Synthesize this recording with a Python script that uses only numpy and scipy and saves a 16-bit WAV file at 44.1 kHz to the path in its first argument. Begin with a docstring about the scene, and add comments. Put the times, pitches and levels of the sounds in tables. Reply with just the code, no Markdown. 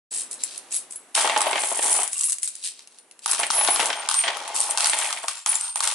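"""Coins falling on glass and cardboard

Coins jingle in a hand, then fall in two showers onto a phone's glass face that lies in a cardboard box.
Each blow is a filtered noise crack plus damped modes: coins chink, glass clacks, cardboard slaps and thuds.
Sliding coins are crowds of such blows at chance times. Ringing coins are dying sines that swell first,
as the recorder's gain recovers after a blow.
Diffuse noise gives the small room's reply and its tone; a close stereo recorder limits the peaks."""
import sys
import numpy as np
from scipy import signal
from scipy.fft import rfft, irfft, next_fast_len
from scipy.io import wavfile
from scipy.ndimage import uniform_filter1d, minimum_filter1d, map_coordinates

SR = 44100
rng = np.random.default_rng(int(sys.argv[2]) if len(sys.argv) > 2 else 0)


def bounce(signal):
    """Save signal as a 16-bit WAV file at the path given by the first command-line argument."""
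    frames = np.transpose(np.atleast_2d(signal))
    limited = np.clip(frames, -1, 1)
    pcm = np.round(limited * 32767).astype(np.int16)
    wavfile.write(sys.argv[1], SR, pcm)


N = 261954

# Room tone: (frequency [Hz], relative level per Hz [dB])
AIR_SPECTRUM = [(20, -34), (100, -19.5), (260, 1.5), (700, 1.5), (1300, -0.5), (2600, -4.5), (5000, -11.5),
                (11000, -1.5)]
# Room tone: (time [s], level [dB])
AIR_LEVEL = [(0, -120), (.1, -120), (.115, -47), (.7, -48.5), (1.1, -52), (2.2, -60.5), (3.2, -57),
             (5.9, -88)]
# Decay of the room: (frequency [Hz], 60 dB decay time [s])
ROOM_T60 = [(150, 0.41), (800, 0.39), (3000, 0.44), (10000, 0.19)]
# Left-right likeness of diffuse sound: (frequency [Hz], correlation [1])
LIKENESS = [(100, 1), (400, 0.94), (900, 0.89), (2000, 0.59), (4500, 0.38), (10000, 0.29)]
# Level of the bass in the coin sounds and their echo: (time [s], level [dB])
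BASS_LEVEL = [(0, -6), (2.0, 3.5), (2.2, -6), (3.4, 3), (3.85, 3.5), (4.1, -3.5), (5.24, -3), (5.32, -3.5),
              (5.94, -9.5)]

# Colour of flat noise and of each struck body: (frequency [Hz], relative level per Hz [dB])
WHITE = [(20, 0), (20000, 0)]
BOX_SPECTRUM = [(60, -36.5), (130, -48.5), (240, -19), (480, -6), (650, -0.5), (860, 4), (1200, 0),
                (1700, -19)]
CARD_SPECTRUM = [(1200, -9), (1800, -2), (3200, -1.5), (4000, -7.5), (5500, -13.5)]
PHONE_SPECTRUM = [(150, -26.5), (550, -23.5), (820, -0.5), (1150, -0.5), (1500, 0), (2000, -26.5)]
GLASS_SPECTRUM = [(1200, -25), (1500, -18.5), (1900, -9.5), (2700, -5.5), (5500, -1.5), (7500, -4)]
COIN_SPECTRUM = [(3500, -13), (5300, -9.5), (7000, -3), (8600, 1.5), (10200, 2), (11000, -8.5),
                 (12000, -39.5)]
# Modes of each struck body: (frequency [Hz])
BOX_MODES = [254, 399, 602, 681, 735, 841, 845, 934]
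CARD_MODES = [1573, 1795, 1950, 2140, 2286, 2570, 3140]
PHONE_MODES = [950, 1100, 1203, 1198]
GLASS_MODES = [2650, 2808, 3194, 3740, 4170]

# The handful is shaken or shifted:
# (time [s], length [s], relative chink level [dB], relative clack level [dB])
JINGLES = [(0.105, .11, -31, -40), (0.303, 0.018, -31.5, -41), (0.383, 0.19, -45.5, -41),
           (0.702, 0.069, -30, -40), (0.89, 0.052, -45, -62), (0.613, 0.14, -74, -58),
           (2.104, 0.13, -33, -45), (2.158, 0.16, -28.5, -49), (2.41, 0.07, -32, -44),
           (2.518, 0.12, -48, -49), (2.619, 0.052, -31, -31.5), (2.732, 0.094, -58, -51),
           (2.887, 0.1, -62, -57), (3.214, 0.04, -44.5, -42.5)]
# A spill of coins lands and skitters: (time [s], length [s], relative chink level [dB],
# relative clack level [dB], relative knock level [dB], share on the cardboard before clipping [1])
SPILLS = [(1.143, 0.08, -23, -26, -25.5, .5), (1.242, 0.28, -34.5, -31, -26.5, 1.2),
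          (1.544, 0.024, -34.5, -30, -26, .9), (1.586, 0.21, -26, -39, -35.5, .95),
          (1.812, .15, -21.5, -34.5, -28.5, .95), (1.991, 0.025, -24.5, -34, -29, .95),
          (3.271, 0.075, -30, -30.5, -31.5, 0.07), (3.374, 0.057, -30.5, -34, -28, 4),
          (3.513, 0.36, -29.5, -32, -29.5, .6), (3.874, 0.21, -57, -36.5, -33, 0.7),
          (4.104, 0.11, -30, -33.5, -39.5, 0.5), (4.224, 0.08, -42, -29, -28, 1),
          (4.328, .2, -50, -38, -43, 0.55), (4.54, 0.1, -25.5, -32.5, -40.5, 0.03),
          (4.662, 0.091, -37, -38, -35.5, .6), (4.777, 0.11, -25.5, -30.5, -30, 0.7),
          (4.92, 0.14, -27.5, -30.5, -30, 0.8), (5.072, 0.11, -36.5, -39, -37.5, .8),
          (5.221, 0.018, -36, -46, -37, -2), (5.272, 0.033, -34, -34, -46.5, 0.4),
          (5.343, 0.036, -40, -42, -46, .05), (5.455, 0.1, -28, -35.5, -36.5, 0.45),
          (5.593, 0.089, -38.5, -38.5, -41, -0.74), (5.76, 0.019, -31.5, -37, -41, 1),
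          (5.818, 0.1, -27, -30, -31.5, 0.34)]
# Ringing coins, and one faint scrape of a rim near 4 kHz:
# (time [s], pitch [Hz], relative level [dB], swell time [s], 60 dB decay time [s])
RINGS = [(.108, 7950, -34.5, 0.0068, 0.51), (0.367, 4035, -50, 0.031, .2),
         (.755, 10750, -25.5, 0.0086, 0.13), (.955, 10950, -34, 0.0064, 0.14),
         (.99, 8050, -53, 0.015, 0.26), (1.465, 10800, -29, 0.01, 0.2), (1.902, 9770, -19.5, 0.021, 0.43),
         (2.237, 8850, -19.5, 0.0059, 0.19), (2.245, 10530, -22.5, 0.014, 0.24),
         (2.304, 8400, -29, 0.019, 0.077), (2.984, 9050, -51, .015, 0.23),
         (3.28, 10770, -22.5, 0.037, 0.081), (3.52, 10580, -20, 0.032, 0.87),
         (3.555, 10110, -19, 0.033, 0.58), (3.702, 10105, -18.5, 0.0095, 0.14),
         (3.73, 10960, -23.5, 0.017, 0.15), (3.77, 10870, -31, 0.04, 0.17),
         (3.952, 8870, -31.5, 0.054, 0.19), (4.135, 8828, -16, 0.056, .23), (4.695, 8600, -22, .01, 0.074),
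         (5.344, 7327, -41.5, 0.033, 0.55), (5.47, 9740, -16.5, 0.027, .25),
         (5.547, 7280, -19, 0.0099, 0.021), (5.6, 9270, -33, 0.0073, .92), (5.629, 8700, -28, .005, 0.73)]
# Coin on cardboard: (time [s], relative slap level [dB], relative thud level [dB])
BOX_HITS = [(1.1754, -20.5, -19), (1.2451, -24, -15), (1.2535, -22, -19.5), (1.2961, -18, -17.5),
            (1.3623, -18.5, -12.5), (1.4667, -24.5, -15.5), (1.5302, -19.5, -20.5), (1.5571, -20, -20),
            (1.579, -19.5, -36), (1.6345, -23.5, -23), (1.7153, -34, -22.5), (1.7907, -25.5, -22.5),
            (1.9887, -27.5, -22.5), (3.3326, -26.5, -40.5), (3.4326, -16, -32), (3.5811, -25.5, -24),
            (3.61, -23, -23), (3.685, -20, -15.5), (3.7947, -19.5, -18.5), (3.8079, -18, -26),
            (3.8271, -21.5, -23), (3.8918, -46, -25), (3.9018, -19, -24), (3.9292, -20, -43),
            (4.2378, -18.5, -24), (4.2793, -15.5, -23.5), (4.2849, -24, -26), (4.9324, -17.5, -24),
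            (4.9734, -29, -49), (5.0228, -22.5, -36), (5.1729, -27.5, -55), (5.2371, -32.5, -24.5),
            (5.5297, -26.5, -45)]
# Coin on the phone:
# (time [s], relative chink level [dB], relative clack level [dB], relative knock level [dB])
GLASS_HITS = [(1.1516, -11, -14, -42), (1.2754, -41, -23.5, -24), (1.3762, -23.5, -25.5, -44),
              (1.4068, -21.5, -38, -27), (1.4164, -16.5, -21, -21.5), (1.5109, -27, -47, -27),
              (2.0326, -20, -50, -42), (2.7929, -61, -41.5, -58), (2.8738, -47, -47, -73),
              (2.9862, -44, -49, -73), (3.1119, -45, -47, -72), (3.192, -46, -48, -74),
              (3.2598, -22.5, -25.5, -26.5), (3.3924, -25, -35, -29.5), (3.3991, -21, -34, -32),
              (3.503, -41, -23.5, -22.5), (3.5087, -11, -14, -42), (3.6486, -41, -24, -29.5),
              (3.6755, -35, -18.5, -24), (3.6795, -27, -30, -32), (3.76, -35, -24.5, -28.5),
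              (3.8011, -30, -21, -28), (4.0886, -17, -16, -21.5), (4.1126, -23, -25, -28),
              (4.1423, -20, -23.5, -27), (4.3698, -34.5, -36, -33.5), (4.4777, -32, -37, -53),
              (4.5627, -24, -37, -43), (4.7744, -24, -21, -27.5), (4.782, -32, -23.5, -30.5),
              (4.8062, -17, -14.5, -23), (4.8445, -36, -15.5, -24.5), (4.8588, -18, -17.5, -29),
              (4.8973, -11, -22.5, -28), (5.106, -33, -32, -31), (5.1273, -30, -24, -31.5),
              (5.2826, -23.5, -23.5, -28), (5.4615, -20, -18, -24.5), (5.7578, -21.5, -27.5, -29.5),
              (5.805, -22.5, -24.5, -26), (5.8418, -30, -25, -35), (5.8748, -23, -23, -32)]
# Coin on coin: (time [s], relative chink level [dB])
CLINKS = [(0.1587, -28), (0.3123, -29), (0.4363, -17), (0.5781, -27), (0.724, -26), (0.7437, -21.5),
          (0.765, -22), (0.9092, -33), (0.924, -30.5), (.959, -31.5), (1.835, -35), (1.9289, -7),
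          (2.0771, -23), (2.1315, -21.5), (2.2097, -19), (2.2404, -21), (2.2729, -32), (2.2968, -19.5),
          (2.3213, -19), (2.3291, -21), (2.3843, -28), (2.431, -16), (2.443, -29), (2.476, -22.5),
          (2.5538, -31), (3.3134, -14.5), (3.3326, -18.5), (3.4667, -25), (3.8574, -18), (4.6036, -13.5),
          (4.709, -17), (4.8707, -18), (4.988, -19.5), (5.5548, -18.5), (5.6106, -22), (5.8358, -21)]

HARD_T60 = .012  # s, decay of a hard contact's crack
CLINK_CLACK_DB = -20.5  # the clack in a clink, against its chink
REBOUND_S, REBOUND_DB = .008, -11  # far edge of a tipping coin: median delay, level against the blow
JINGLE_RISE_S, JINGLE_T60 = 0.024, 0.18  # s
SPILL_RISE_S, SPILL_T60, KNOCK_T60 = 0.0083, 0.29, 0.2  # s; the heavy knocks end before the light chatter
WOBBLE_START_S, WOBBLE_END_S, WOBBLES_PER_S, WOBBLE_SWING_DB = 4.289, 4.75, 21, 8
TURNS_PER_S = 9.6  # median tumbling rate of a ringing coin
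BASS_HZ, TOP_HZ = 516, 11200  # upper edge of the bass, band limit of the recorder


def amp(db):
    """Level is logarithmic: 20 dB is a factor of ten in amplitude."""
    return 10 ** (np.asarray(db) / 20)


def unit(x):
    """Equal mean power: scales to rms 1."""
    return x / np.sqrt(np.mean(x ** 2) + 1e-20)


def unit_energy(x):
    """Equal energy: scales to a mean energy of 1 per channel."""
    return unit(x) / np.sqrt(x.shape[-1])


def fade(t, t60):
    """Exponential damping: the amplitude falls 60 dB in t60 seconds."""
    return np.exp(-np.log(1000) * t / t60)


def along(points, hz):
    """Interpolation of (frequency, value) points on a logarithmic frequency axis."""
    f, v = np.transpose(points)
    return np.interp(np.log(hz + 1), np.log(f + 1), v)


def curves(rows):
    """Linear interpolation in time: one value per sample for each column after the time."""
    s, *cols = np.transpose(rows)
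    return [np.interp(np.arange(N) / SR, s, c) for c in cols]


def add(track, s, sound):
    """Superposition: mixes a sound into a track at time s."""
    start = max(round(s * SR), 0)
    track[:, start:start + sound.shape[-1]] += sound[:, :max(N - start, 0)]


def noise(spectrum, size):
    """Diffuse field: coloured stereo noise of rms 1, alike in the bass and unlike in the treble."""
    hz = np.fft.rfftfreq(size, 1 / SR)
    turn = np.arccos(np.clip(along(LIKENESS, hz), -1, 1)) / 2
    high_skirt = 1 / (1 + (hz / spectrum[-1][0] / 1.5) ** 8)
    low_skirt = 1 / (1 + (spectrum[0][0] / (hz + 1) / 1.5) ** 4)
    gain = amp(along(spectrum, hz)) * high_skirt * low_skirt
    source = rfft(rng.standard_normal((2, size)))
    mid, side = irfft(source * gain * [np.cos(turn), np.sin(turn)], size)
    return unit(np.array([mid + side, mid - side]))


def colour(x, spectrum):
    """Minimum-phase filtering: a causal response with the given spectrum, falling away beyond its ends."""
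    size = next_fast_len(x.shape[-1] + SR // 50)
    hz = np.fft.rfftfreq(size, 1 / SR)
    high_skirt = 1 / (1 + (hz / spectrum[-1][0] / 1.5) ** 6)
    low_skirt = 1 / (1 + (spectrum[0][0] / (hz + 1) / 1.5) ** 2)
    gain = amp(along(spectrum, hz)) * high_skirt * low_skirt
    # Folding the cepstrum onto positive times makes the filter causal.
    cepstrum = irfft(np.log(gain + 1e-6), size)
    cepstrum[1:size // 2] *= 2
    cepstrum[size // 2:] = 0
    return irfft(rfft(x, size) * np.exp(rfft(cepstrum)), size)[..., :x.shape[-1]]


def room_tone():
    """Stationary diffuse noise, coloured by frequency and raised and lowered by a level curve."""
    return amp(curves(AIR_LEVEL)[0]) * noise(AIR_SPECTRUM, size=N)


def room(x):
    """Reverberation of a small room: each frequency decays exponentially at its own rate."""
    hz, t, z = signal.stft(noise(WHITE, size=SR // 2), SR, nperseg=256)
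    decay = fade(t, along(ROOM_T60, hz)[:, None])
    tail = signal.istft(z * decay, SR, nperseg=256)[1]
    seconds = np.arange(tail.shape[1]) / SR
    tail = tail * (1 - np.exp(-(seconds / 0.003) ** 2))  # the first walls are close by
    return signal.fftconvolve(x, unit_energy(tail), axes=1)[:, :N]


def contact(spectrum, modes, crack_t60, ring_t60, ring_db):
    """Impact excitation: a short crack, and damped modes struck at new strengths."""
    t = np.arange(SR // 10) / SR
    hz = np.array(modes)[:, None]
    crack = colour(noise(WHITE, size=len(t)) * fade(t, crack_t60), spectrum)
    # The two channels differ more in phase at higher modes.
    stereo_phase = rng.normal(0, 1, (2, *hz.shape)) * hz / 12000
    phase = rng.uniform(0, 2 * np.pi, hz.shape) + stereo_phase
    strength = amp(rng.normal(0, 6.6, hz.shape))
    ring = np.sum(strength * np.sin(2 * np.pi * hz * t + phase), axis=1)
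    ring = colour(ring * fade(t, ring_t60), spectrum)
    return unit_energy(unit_energy(crack) + amp(ring_db) * unit_energy(ring))


def thud():
    """Low modes of a hollow body: the box takes the blow."""
    return contact(BOX_SPECTRUM, BOX_MODES, crack_t60=0.044, ring_t60=0.045, ring_db=-1.0)


def slap():
    """Strongly damped plate modes: a coin's face lands on cardboard."""
    return contact(CARD_SPECTRUM, CARD_MODES, crack_t60=0.035, ring_t60=0.06, ring_db=-6.5)


def knock():
    """Modes of a stiff body: the phone takes the blow."""
    return contact(PHONE_SPECTRUM, PHONE_MODES, HARD_T60, ring_t60=0.037, ring_db=-3.5)


def clack():
    """Hard contact with a damped plate: a rim strikes the glass."""
    return contact(GLASS_SPECTRUM, GLASS_MODES, HARD_T60, ring_t60=0.022, ring_db=-10)


def chink():
    """High modes of small discs: two coins of chance sizes touch, and their neighbours soon damp them."""
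    return contact(COIN_SPECTRUM, rng.uniform(7600, 11100, size=3), HARD_T60, ring_t60=0.056, ring_db=-3)


def hollow_contact():
    """Resonance dominates the blow: a contact sounds two hollow modes."""
    return contact([(1000, 0), (3000, 0)], [1140, 2770], HARD_T60, ring_t60=0.039, ring_db=17)


def jostle(body, level_db, rate, count=12):
    """Random impacts: contacts at chance times (rate per second), shared among differing spots."""
    taps = (rng.random(N) < rate / SR) * amp(5 * rng.standard_normal(N))
    crowd = np.abs(uniform_filter1d(taps ** 2, size=700)) + 0.18 * np.mean(taps ** 2)
    taps = taps / np.sqrt(crowd) * amp(level_db)  # close contacts share the energy at hand
    spot = rng.integers(count, size=N)
    sounds = [body() for _ in range(count)]
    out = np.zeros((2, N))
    for i in np.flatnonzero(taps):
        add(out, i / SR, taps[i] * sounds[spot[i]])
    return out


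def flurries(rows, rise, t60):
    """Addition of powers: level [dB] of flurries that rise, hold and die as the coins come to rest."""
    t, power = np.arange(SR) / SR, np.zeros((1, N))
    for s, length, db in rows:
        shape = np.minimum(t / rise, 1) * fade(np.maximum(t - length, 0), t60)
        add(power, s, (amp(db) * shape[None]) ** 2)
    return 10 * np.log10(power[0] + 1e-14)


def hollow_slide(level_db):
    """Random impacts: coins slide in the cupped hand, sounding two hollow resonances."""
    t = np.arange(N) / SR
    level = np.interp(t, [2.1, 2.14, 2.25, 2.33, 2.37], [-120, -0.5, -6.5, -2.0, -24]) + level_db
    return jostle(hollow_contact, level, rate=120) * (t < 2.37)


def wobble(level_db, phone_db):
    """Periodic loading: a tilted coin rolls on its rim, leaning on the phone and the box at each dip."""
    t = np.arange(N) / SR
    dip = np.sin(np.pi * WOBBLES_PER_S * (t - WOBBLE_START_S)) ** 2
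    rolling = (t > WOBBLE_START_S) & (t < WOBBLE_END_S)
    level = np.where(rolling, level_db + WOBBLE_SWING_DB * (dip - 1), -140)
    return jostle(thud, level, rate=820) + jostle(knock, level + phone_db, rate=540)


def jingle(chink_db, clack_db):
    """Random sliding impacts: coins pass over one another in the hand."""
    s, length, chinks, clacks = np.transpose(JINGLES)

    def level(db):
        return flurries(zip(s, length, db), JINGLE_RISE_S, JINGLE_T60)

    return jostle(chink, level(chinks + chink_db), rate=750) + jostle(clack, level(clacks + clack_db), rate=890)


def rattle(chink_db, clack_db, knock_db):
    """Division of impact energy: spilled coins slide and bounce on the phone and the cardboard."""
    s, length, chinks, clacks, knocks, share = np.transpose(SPILLS)

    def light(db):
        return flurries(zip(s, length, db), SPILL_RISE_S, SPILL_T60)

    def heavy(db):
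        return flurries(zip(s, length, db), SPILL_RISE_S, KNOCK_T60)

    share = np.clip(share, .01, .99)
    on_phone, on_box = 10 * np.log10([1 - share, share])
    coins = jostle(chink, light(chinks + chink_db), rate=750)
    phone = (jostle(clack, light(clacks + clack_db + on_phone), rate=750)
             + jostle(knock, heavy(knocks + knock_db + on_phone), rate=400))
    box = (jostle(slap, light(clacks + clack_db + on_box), rate=300)
           + jostle(thud, heavy(knocks + knock_db + on_box), rate=200))
    return coins + phone + box


def rings(level_db, depth, flutter):
    """Damped vibration: a coin sings on after a blow, its turning faces sweeping past the microphones."""
    out, t = np.zeros((2, N)), np.arange(SR // 2) / SR
    for s, hz, db, swell, t60 in RINGS:
        turns = TURNS_PER_S * np.exp(rng.normal(0, 0.29))
        # The swell stands for the recorder's gain recovering after a blow.
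        life = np.minimum(t / swell, 1) ** 0.69 * fade(np.maximum(t - swell, 0), t60)
        facing = 1 - np.clip(depth, 0, 1) * np.sin(2 * np.pi * turns * (t - swell)) ** 2
        # Slow and fast random wandering of the phase [rad]
        drift = flutter * map_coordinates(rng.standard_normal(40), [t * 60])
        chatter = map_coordinates(rng.standard_normal(110), [t * 200])
        phase = drift + .3 * chatter + rng.normal(0, .4, (2, 1))
        facing = facing * amp(2 * chatter[::-1])  # it chatters against the glass as it rings
        add(out, s, amp(db + level_db) * life * facing * np.sin(2 * np.pi * hz * t + phase))
    return out


def hits(table, bodies, level_db):
    """Coupled bodies: each blow sounds every body it touches, then once more as the coin tips over."""
    out = np.zeros((2, N))
    for s, *levels in table:
        sides = amp(rng.normal(0, 1) * np.array([[1], [-1]]))  # chance left-right balance
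        rebound = REBOUND_S * 2 ** rng.normal(0, .5)
        for delay, loss_db in ((0, 0), (rebound, REBOUND_DB)):
            blow = sum(amp(db + level_db + loss_db) * body() for db, body in zip(levels, bodies))
            add(out, s + delay, sides * blow)
    return out


def shape_bass(x):
    """Band splitting: the bass follows its level curve while the rest passes unchanged."""
    size = next_fast_len(N + SR // 4)
    hz = np.fft.rfftfreq(size, 1 / SR)
    bass = irfft(rfft(x, size) / (1 + (hz / BASS_HZ) ** 6), size)[:, :N]
    return x + (amp(curves(BASS_LEVEL)[0]) - 1) * bass


def scene():
    """Superposition of direct sound, reverberation and room tone."""
    clinks = [(s, db, db + CLINK_CLACK_DB) for s, db in CLINKS]
    blows = (hits(clinks, [chink, clack], level_db=23)
             + hits(GLASS_HITS, [chink, clack, knock], level_db=25)
             + hits(BOX_HITS, [slap, thud], level_db=21.5))
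    crowd = (jingle(chink_db=2.5, clack_db=-0.5)
             + rattle(chink_db=0.5, clack_db=1, knock_db=-3.0)
             + hollow_slide(level_db=-42.5)
             + wobble(level_db=-33, phone_db=-15))
    singing = rings(level_db=3, depth=0.59, flutter=0.52)
    echo = room(amp(-10) * blows + amp(-11.5) * crowd + amp(-9) * singing)
    balance = amp([[.6], [-.6]])  # left slightly louder than right
    return shape_bass(blows + crowd + singing + echo) * balance + room_tone()


def limiter(x, ceiling_db, recovery=400):
    """Gain control: peaks pull the gain down at once; it climbs back at recovery dB a second."""
    excess_db = np.maximum(20 * np.log10(np.abs(x).max(axis=0) + 1e-9) - ceiling_db, 0)
    climb = recovery * np.arange(N) / SR
    gain = amp(climb - np.maximum.accumulate(excess_db + climb))
    return x * uniform_filter1d(minimum_filter1d(gain, size=21), size=21)


def record(dry):
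    """Band limitation: the recorder limits peaks, then cuts steeply above its top frequency."""
    size = next_fast_len(N + SR // 4)
    hz = np.fft.rfftfreq(size, 1 / SR)
    band = 1 / np.sqrt(1 + (hz / TOP_HZ) ** 190)
    return irfft(rfft(limiter(dry, ceiling_db=-4.5), size) * band, size)[:, :N]


dry = scene()
out = record(dry)
bounce(out)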